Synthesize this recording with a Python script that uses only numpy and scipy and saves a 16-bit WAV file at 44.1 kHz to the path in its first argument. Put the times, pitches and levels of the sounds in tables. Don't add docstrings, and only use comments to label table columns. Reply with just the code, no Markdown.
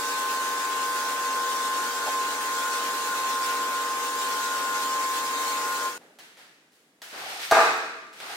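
import sys
import numpy as np
from scipy import signal
from scipy.fft import rfft, irfft, next_fast_len
from scipy.io import wavfile
from scipy.ndimage import uniform_filter1d, map_coordinates

SR = 44100
rng = np.random.default_rng(int(sys.argv[2]) if len(sys.argv) > 2 else 0)


def wrap_up_sound(samples):
    columns = np.atleast_2d(samples).T
    tamed = np.clip(columns, -1, 1)
    steps = np.round(tamed * 32767).astype(np.int16)
    wavfile.write(sys.argv[1], SR, steps)


N = 368670
TIME = np.arange(N) / SR
SHAFT_HZ, STOP_S = 95.6, 5.98

# start_s, length_s, relative_db, first_touch_lead_s
STROKES = [(7.107, .41, -39, 0.034), (8.204, .41, -39.5, 0.05)]
# start_s, relative_db, crack_tilt_db_per_octave, ring_tilt_db_per_octave
BOUNCES = [(7.5102, -6, 3, 2), (7.521, -2, -0.5, 1), (7.544, -7, -4, 6.5), (7.567, -7, -2.5, -2),
           (7.574, -9.5, -1.5, -2), (7.589, -6, -2, -1), (7.604, -7.5, 2, 4.5)]
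# frequency_hz, relative_db
FROTH_SPECTRUM = [(1060, -35), (1800, -3.5), (4810, -6), (7540, -14.5), (8870, -12), (11300, -21),
                  (12800, -15), (15500, -26)]


def amp(db):
    return 10 ** (np.asarray(db) / 20)


def unit(x):
    return x / np.sqrt(np.mean(x ** 2) + 1e-20)


def along(points, hz):
    frequencies, values = np.transpose(points)
    return np.interp(np.log(hz + 1), np.log(frequencies + 1), values)


def hump(centre_s, half_s):
    return np.exp(-((TIME - centre_s) / half_s) ** 2)


def wobble(rate_hz):
    knots = rng.standard_normal(int(N * rate_hz / SR) + 4)
    return np.interp(TIME, TIME[::32], map_coordinates(knots, [TIME[::32] * rate_hz]))


def add(track, start_s, sound):
    part = track[..., round(start_s * SR):][..., :sound.shape[-1]]
    part += sound[..., :part.shape[-1]]


def filtered(x, response):
    size = next_fast_len(x.shape[-1] + 8192, True)
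    return irfft(rfft(x, size) * response(np.fft.rfftfreq(size, 1 / SR)), size)[..., :x.shape[-1]]


def diffuse(pair, colour):
    # frequency_hz, side_minus_mid_db
    width = [(40, -19), (130, -35), (260, -23.5), (500, -8.5), (800, -9), (1300, -2), (2200, 3), (4400, -1),
             (8000, 0.5), (15000, -1.5)]
    mid = filtered(pair[0], colour)
    side = filtered(pair[1], lambda hz: colour(hz) * amp(along(width, hz)))
    return unit(np.array([mid + side, mid - side]))


def rush(spectrum):
    return diffuse(rng.standard_normal((2, N)), lambda hz: amp(along(spectrum, hz)))


def burst(spectrum, tilt_db, t60_s):
    t = np.arange(SR // 3) / SR
    puff = rng.standard_normal(len(t)) * amp(-60 * t / t60_s)
    puff = np.pad(puff, (48, 0))[:len(t)]
    colour = lambda hz: amp(along(spectrum, hz) + tilt_db * np.log2(np.maximum(hz, 300) / 1000))
    puff = filtered(puff, colour)
    return puff / np.linalg.norm(puff)


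def bubbles(count, centre_hz, spread, cycles, size_db):
    n = np.arange(int(8 * cycles * SR / centre_hz))
    ears = []
    for ear in range(2):
        starts = (rng.random(count) * N).astype(int)[:, None]
        hz = np.clip(centre_hz * np.exp(spread * rng.standard_normal(count)), 200, SR / 3)[:, None]
        strength = amp(size_db * np.minimum(rng.exponential(size=count), 4))[:, None]
        age = hz * n / SR / cycles
        ring = strength * np.sin(2 * np.pi * cycles * age) * age * np.exp(-age)
        ears.append(unit(np.bincount((starts + n).ravel(), ring.ravel(), N)[:N]))
    return np.array(ears)


def drift(stray_hz):
    return 2 * np.pi * np.cumsum(stray_hz * wobble(70)) / SR


def tone(phase, db, apart_rad):
    phases = np.mod(phase, 2 * np.pi) + np.array([[.5], [-.5]]) * apart_rad
    return np.sqrt(2) * amp(db) * np.sin(phases.astype(np.float32))


def fading(depth_db):
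    return depth_db * np.array([wobble(6), wobble(6)])


def hall(x, direct_db, build_s):
    # frequency_hz, t60_s
    decay_times = [(100, 1.4), (400, 1.21), (750, 0.62), (1250, 1.02), (1800, 1.07), (4000, 1.02),
                   (7000, 0.93), (14000, 0.74)]
    hz, t, noise = signal.stft(rng.standard_normal((2, SR)), SR, nperseg=256)
    decay = amp(-60 * t / along(decay_times, hz)[:, None])
    tail = signal.istft(noise * decay * (1 - np.exp(-t / build_s)), SR, nperseg=256)[1]
    response = diffuse(tail, np.ones_like) / np.sqrt(tail.shape[1])
    response[:, 0] += amp(direct_db)
    return signal.fftconvolve(x[None], response, axes=1)


def hall_air():
    # frequency_hz, relative_db
    air_spectrum = [(18, -58), (30, -31), (113, -16), (147, -3), (312, 1), (978, -9.5), (3980, -17.5),
                    (5880, -20), (7060, -19), (11900, -24.5), (15000, -31)]
    linger = (TIME > STOP_S) * amp(-55.5 - 37 * np.maximum(TIME - STOP_S, 0))
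    runoff = (TIME > BOUNCES[0][0]) * amp(-63)
    return np.sqrt(amp(-65) ** 2 + linger ** 2 + runoff ** 2) * rush(air_spectrum)


def bumps():
    # centre_s, half_length_s, pitch_hz, width_hz, level_db
    dull_bumps = [(2.083, 0.016, 700, 220, -30), (5.83, 0.031, 570, 120, -44), (5.875, 0.024, 393, 50, -42)]
    out = np.zeros(N)
    for centre_s, half_s, pitch_hz, width_hz, db in dull_bumps:
        band = filtered(rng.standard_normal(N), lambda hz: np.exp(-((hz - pitch_hz) / width_hz) ** 2))
        out += amp(db) * hump(centre_s, half_s) * unit(band)
    return out


def blade_slaps():
    # start_s, relative_db, tilt_db_per_octave, t60_s, rise_s
    landings = [(6.012, -43, -6, 0.087, .004), (6.186, -35.5, 0, 0.081, 0.0051),
                (6.37, -38, -0.8, 0.26, .003), (6.718, -50, 2.5, 0.36, 0.0045),
                (7.017, -30, 0.5, 0.09, .001), (7.127, -32.5, -9, 0.14, .006), (8.128, -37, 0, .2, .006),
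                (8.201, -30.5, -2.5, 0.037, .001)]
    # frequency_hz, relative_db
    slap_spectrum = [(100, -42), (200, -20), (500, -4), (800, 2), (1100, -3.5), (1600, 1.5), (2300, -2.5),
                     (4000, -3), (7000, -9), (11000, -12), (15500, -18)]
    out = np.zeros((2, N))
    for start_s, db, tilt_db, t60_s, rise_s in landings:
        click = burst(slap_spectrum, tilt_db, t60_s=.00001)
        add(out, start_s, amp(db + 22.5) * hall(click, direct_db=-60, build_s=rise_s + t60_s / 20))
        add(out, start_s, amp(db + 14.5) * burst(slap_spectrum, tilt_db, t60_s))
    return out


def stroke_envelope(attack_s, db_per_s, from_first_touch):
    total, settle_s = np.zeros(N), .06
    for start_s, length_s, db, lead_s in STROKES:
        attack = 1 - np.exp(-np.maximum(TIME - start_s + from_first_touch * lead_s, 0) / attack_s)
        hold = amp(db + db_per_s * np.clip(TIME - start_s, 0, length_s))
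        release = np.exp(-np.maximum(TIME - start_s - length_s, 0) / settle_s)
        total += attack * hold * release
    return total


def blade_pushes():
    # frequency_hz, relative_db
    slosh_spectrum = [(47, -50), (80, -26), (118, -22), (145, -25), (194, -19), (383, -8.5), (527, -8),
                      (756, -6), (1050, -4.5), (1400, -0.5), (2200, -14), (2860, -21), (4840, -70)]
    tufts_per_s, blade_hz, blade_width_hz = 1200, 767, 110
    wave = stroke_envelope(attack_s=.031, db_per_s=-11, from_first_touch=False)
    foam = stroke_envelope(attack_s=.1, db_per_s=7, from_first_touch=True)
    froth = bubbles(count=6000, centre_hz=3440, spread=.68, cycles=1.26, size_db=4)
    slips = (rng.random((2, N)) < tufts_per_s / SR) * rng.choice([-1, 1], size=(2, N))
    scrape = diffuse(slips, lambda hz: 1 / (1 + ((hz - blade_hz) / blade_width_hz) ** 2))
    slosh = amp(-1.7 + wobble(35)) * rush(slosh_spectrum)
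    fizz = amp(.5 + .92 * wobble(25)) * rush(FROTH_SPECTRUM)
    crest = sum(amp(db - 4.5) * hump(start_s + .19, half_s=.14) for start_s, _, db, _ in STROKES)
    return wave * slosh + crest * scrape + foam * (fizz + amp(-8) * froth)


def spill():
    rise_s, decay_db_per_s = .06, 60
    age = np.maximum(TIME - BOUNCES[1][0], 0)
    envelope = amp(-27 - decay_db_per_s * age) * (1 - np.exp(-age / rise_s))
    drops = bubbles(count=4000, centre_hz=2900, spread=.6, cycles=3, size_db=3.8)
    return envelope * diffuse(drops, np.ones_like)


def head_clatter():
    # pitch_hz, relative_db, t60_s
    head_modes = [(359, -15.5, 0.23), (439, -5.5, 0.135), (470, -5, 0.21), (651.5, 8, 0.2), (689, 1.5, .16),
                  (772, 10, 0.087), (842, 5, 0.13), (955, -1, 0.069), (1188, 1.5, 0.24), (1225, -4.5, .17),
                  (1290, -5, .13), (1502, -1, 0.068), (1615, 1, 0.2), (2115, -7, 0.089)]
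    # frequency_hz, relative_db
    crack_spectrum = [(80, -44), (180, -25.5), (300, -10.5), (480, -6.5), (590, -6), (850, 4), (1060, 2),
                      (1300, 5.5), (2000, -5), (2600, -4.5), (3200, -16), (4000, -9.5), (5000, -14.5),
                      (8000, -22), (15000, -36)]
    out, t = np.zeros((2, N)), np.arange(SR // 3) / SR
    soft_onset = np.sin(np.pi / 2 * np.minimum(t / .002, 1)) ** 2
    for start_s, db, crack_tilt_db, ring_tilt_db in BOUNCES:
        ring = np.zeros(len(t))
        for hz, mode_db, t60_s in head_modes:
            strength = amp(mode_db + ring_tilt_db * np.log2(hz / 1000) + rng.normal(0, 2.2))
            ring += strength * np.sin(2 * np.pi * (hz * t + rng.random())) * amp(-60 * t / t60_s)
        ring *= soft_onset
        ring = hall(ring / np.linalg.norm(ring), direct_db=1, build_s=.0044)
        crack = hall(burst(crack_spectrum, crack_tilt_db, t60_s=.068), direct_db=-12.5, build_s=.0044)
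        smack = burst(crack_spectrum, crack_tilt_db, t60_s=.018)
        add(out, start_s, amp(db + 15.5) * (ring + crack))
        add(out, start_s, amp(db + 4.5) * smack)
    thud = np.sin(2 * np.pi * 60 * t) * np.exp(-t / .0045)
    add(out, BOUNCES[1][0], amp(-33 + np.array([[-1.6], [1.6]])) * thud)
    squirt = hall(burst(FROTH_SPECTRUM, tilt_db=3, t60_s=.07), direct_db=1, build_s=.03)
    add(out, BOUNCES[0][0], amp(-3) * squirt)
    return out


def pump_whines():
    # time_s, relative_db
    contour = [(0.0, -35.5), (0.15, -33), (1.78, -31.5), (1.88, -35.5), (2.07, -34), (2.19, -28.5),
               (2.34, -35), (2.68, -32), (3.12, -34), (3.29, -30), (3.52, -32.5), (4.69, -33.5),
               (4.97, -30), (5.2, -33), (5.73, -31.5), (5.8, -38.5), (5.86, -31)]
    # centre_s, half_length_s, relative_db
    swells = [(1.05, .14, -45), (1.396, 0.036, -42), (1.833, .08, -42), (2.03, 0.052, -44),
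              (2.33, 0.075, -49), (2.65, 0.14, -40.5), (3.11, 0.036, -38.5), (3.48, .14, -42),
              (3.76, .1, -44), (4.45, 0.18, -40), (4.75, .11, -39), (5.768, 0.16, -40), (5.958, 0.035, -43)]
    unload_s, drop_db_per_s = 5.882, 173
    shaft = 2 * np.pi * SHAFT_HZ * TIME
    main_db = np.interp(TIME, *np.transpose(contour)) - drop_db_per_s * np.maximum(TIME - unload_s, 0)
    main_phase = 11 * shaft + 1.24 * wobble(3.16) + .088 * wobble(40)
    main = tone(main_phase, main_db + 2 + fading(.97), apart_rad=.097 + .1 * wobble(9.8))
    swell = amp(-48.5) + sum(amp(db) * hump(centre_s, half_s) for centre_s, half_s, db in swells)
    second_db, third_db = 20 * np.log10(swell), -37.5 - 1.37 * TIME
    second = tone(15 * shaft + drift(7.1), second_db + fading(.5) + 2.25 * wobble(50), apart_rad=.83)
    third = tone(16 * shaft + drift(6.1), third_db + fading(.1) + 1.4 * wobble(50), apart_rad=1)
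    return main * amp([[.9], [-.9]]) + second * amp([[1.8], [-1.8]]) + third


def pump_drone():
    # shaft_multiple, relative_db, ear_phase_difference_rad
    pump_tones = [(2.972, -53.5, 0.063), (4.083, -57, 0.7), (4.987, -45.5, 0.11), (6.01, -51.5, 1.45),
                  (7.07, -65, 1.1), (8.12, -55, .76), (8.985, -44, 0.91), (12.95, -50, 0.94),
                  (17.07, -54.5, .8), (17.98, -43.5, 2.08), (20, -51.5, 1.9), (27.04, -56, 0.47)]
    # pitch_hz, relative_db
    motor_tones = [(947.5, -53), (966, -57), (1035, -53), (1157, -53.5), (2000, -64), (3446, -69),
                   (8554, -55.5), (8656, -65), (8742, -66), (8931, -63.5), (9028, -60.5), (9219, -63.5),
                   (9410, -67), (14061, -69)]
    # frequency_hz, relative_db
    rumble_spectrum = [(25, -41), (100, -19), (170, -9), (270, 2), (450, 4.5), (750, 3), (1100, 7.5),
                       (1600, 3.5), (2200, -4.5), (4000, -46)]
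    shaft = 2 * np.pi * SHAFT_HZ * TIME
    comb = sum(tone(multiple * shaft + drift(11), db + 1.5 * wobble(20), apart_rad)
               for multiple, db, apart_rad in pump_tones)
    motor = sum(tone(2 * np.pi * hz * TIME + drift(.00047 * hz), db, apart_rad=.45)
                for hz, db in motor_tones)
    rumble = amp(-37.5 + .55 * wobble(10)) * rush(rumble_spectrum)
    return amp(-.97) * comb + amp(1.8) * motor + rumble


def water_jet():
    # centre_s, half_length_s, rise_db
    sweeps = [(2.8, 0.39, 0.5), (3.31, 0.024, 2.3), (3.465, .07, 2), (4.22, 0.036, 2.5), (4.372, .09, 1.2),
              (4.83, .05, 1), (5.172, 0.042, 2.5), (5.494, 0.047, 2.5), (5.66, .05, -0.5)]
    # frequency_hz, relative_db
    hiss_spectrum = [(1060, -27.5), (1800, -3), (2200, -2.5), (3190, -2), (3530, -0.5), (5510, -3),
                     (7100, -1), (8140, -4.5), (8350, -5.5), (8830, -6), (9850, -9.5), (12900, -9.5),
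                     (15100, -12.5), (15800, -13)]
    warble_db, tremolo_hz = 2.6, 86
    aim_db = sum(db * hump(centre_s, half_s) for centre_s, half_s, db in sweeps)
    aim_db -= .9 * hump(3.88, half_s=.38)
    noise = signal.stft(rng.standard_normal((2, N)), nperseg=1024)[2]
    warble = uniform_filter1d(rng.standard_normal(noise.shape[1:]), size=5, axis=0)
    warble = unit(uniform_filter1d(warble, size=4, axis=1))
    spray = signal.istft(noise * amp(warble_db * warble), nperseg=1024)[1][:, :N]
    spray = diffuse(spray, lambda hz: amp(along(hiss_spectrum, hz)))
    tremolo = 1 + .032 * np.sin(2 * np.pi * tremolo_hz * TIME + .4 * wobble(5.4))
    hiss = amp(-34 + aim_db + .62 * wobble(25.86)) * tremolo * spray
    drops = bubbles(count=7000, centre_hz=5750, spread=.515, cycles=1.43, size_db=3)
    return hiss + amp(-48.5 + 1.9 * aim_db) * drops


def pressure_washer():
    release_s, run_down_db_per_s = 5.857, 79
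    run_down = amp(-run_down_db_per_s * np.maximum(TIME - release_s, 0))
    running = np.clip((STOP_S - TIME) / .004 + .5, 0, 1)
    return running * run_down * (pump_whines() + pump_drone() + water_jet())


def scene():
    return (pressure_washer() + bumps() + blade_slaps() + blade_pushes() + head_clatter()
            + spill() + hall_air())


def record(dry):
    return filtered(dry, lambda hz: hz < 15850)


dry = scene()
out = record(dry)
wrap_up_sound(out)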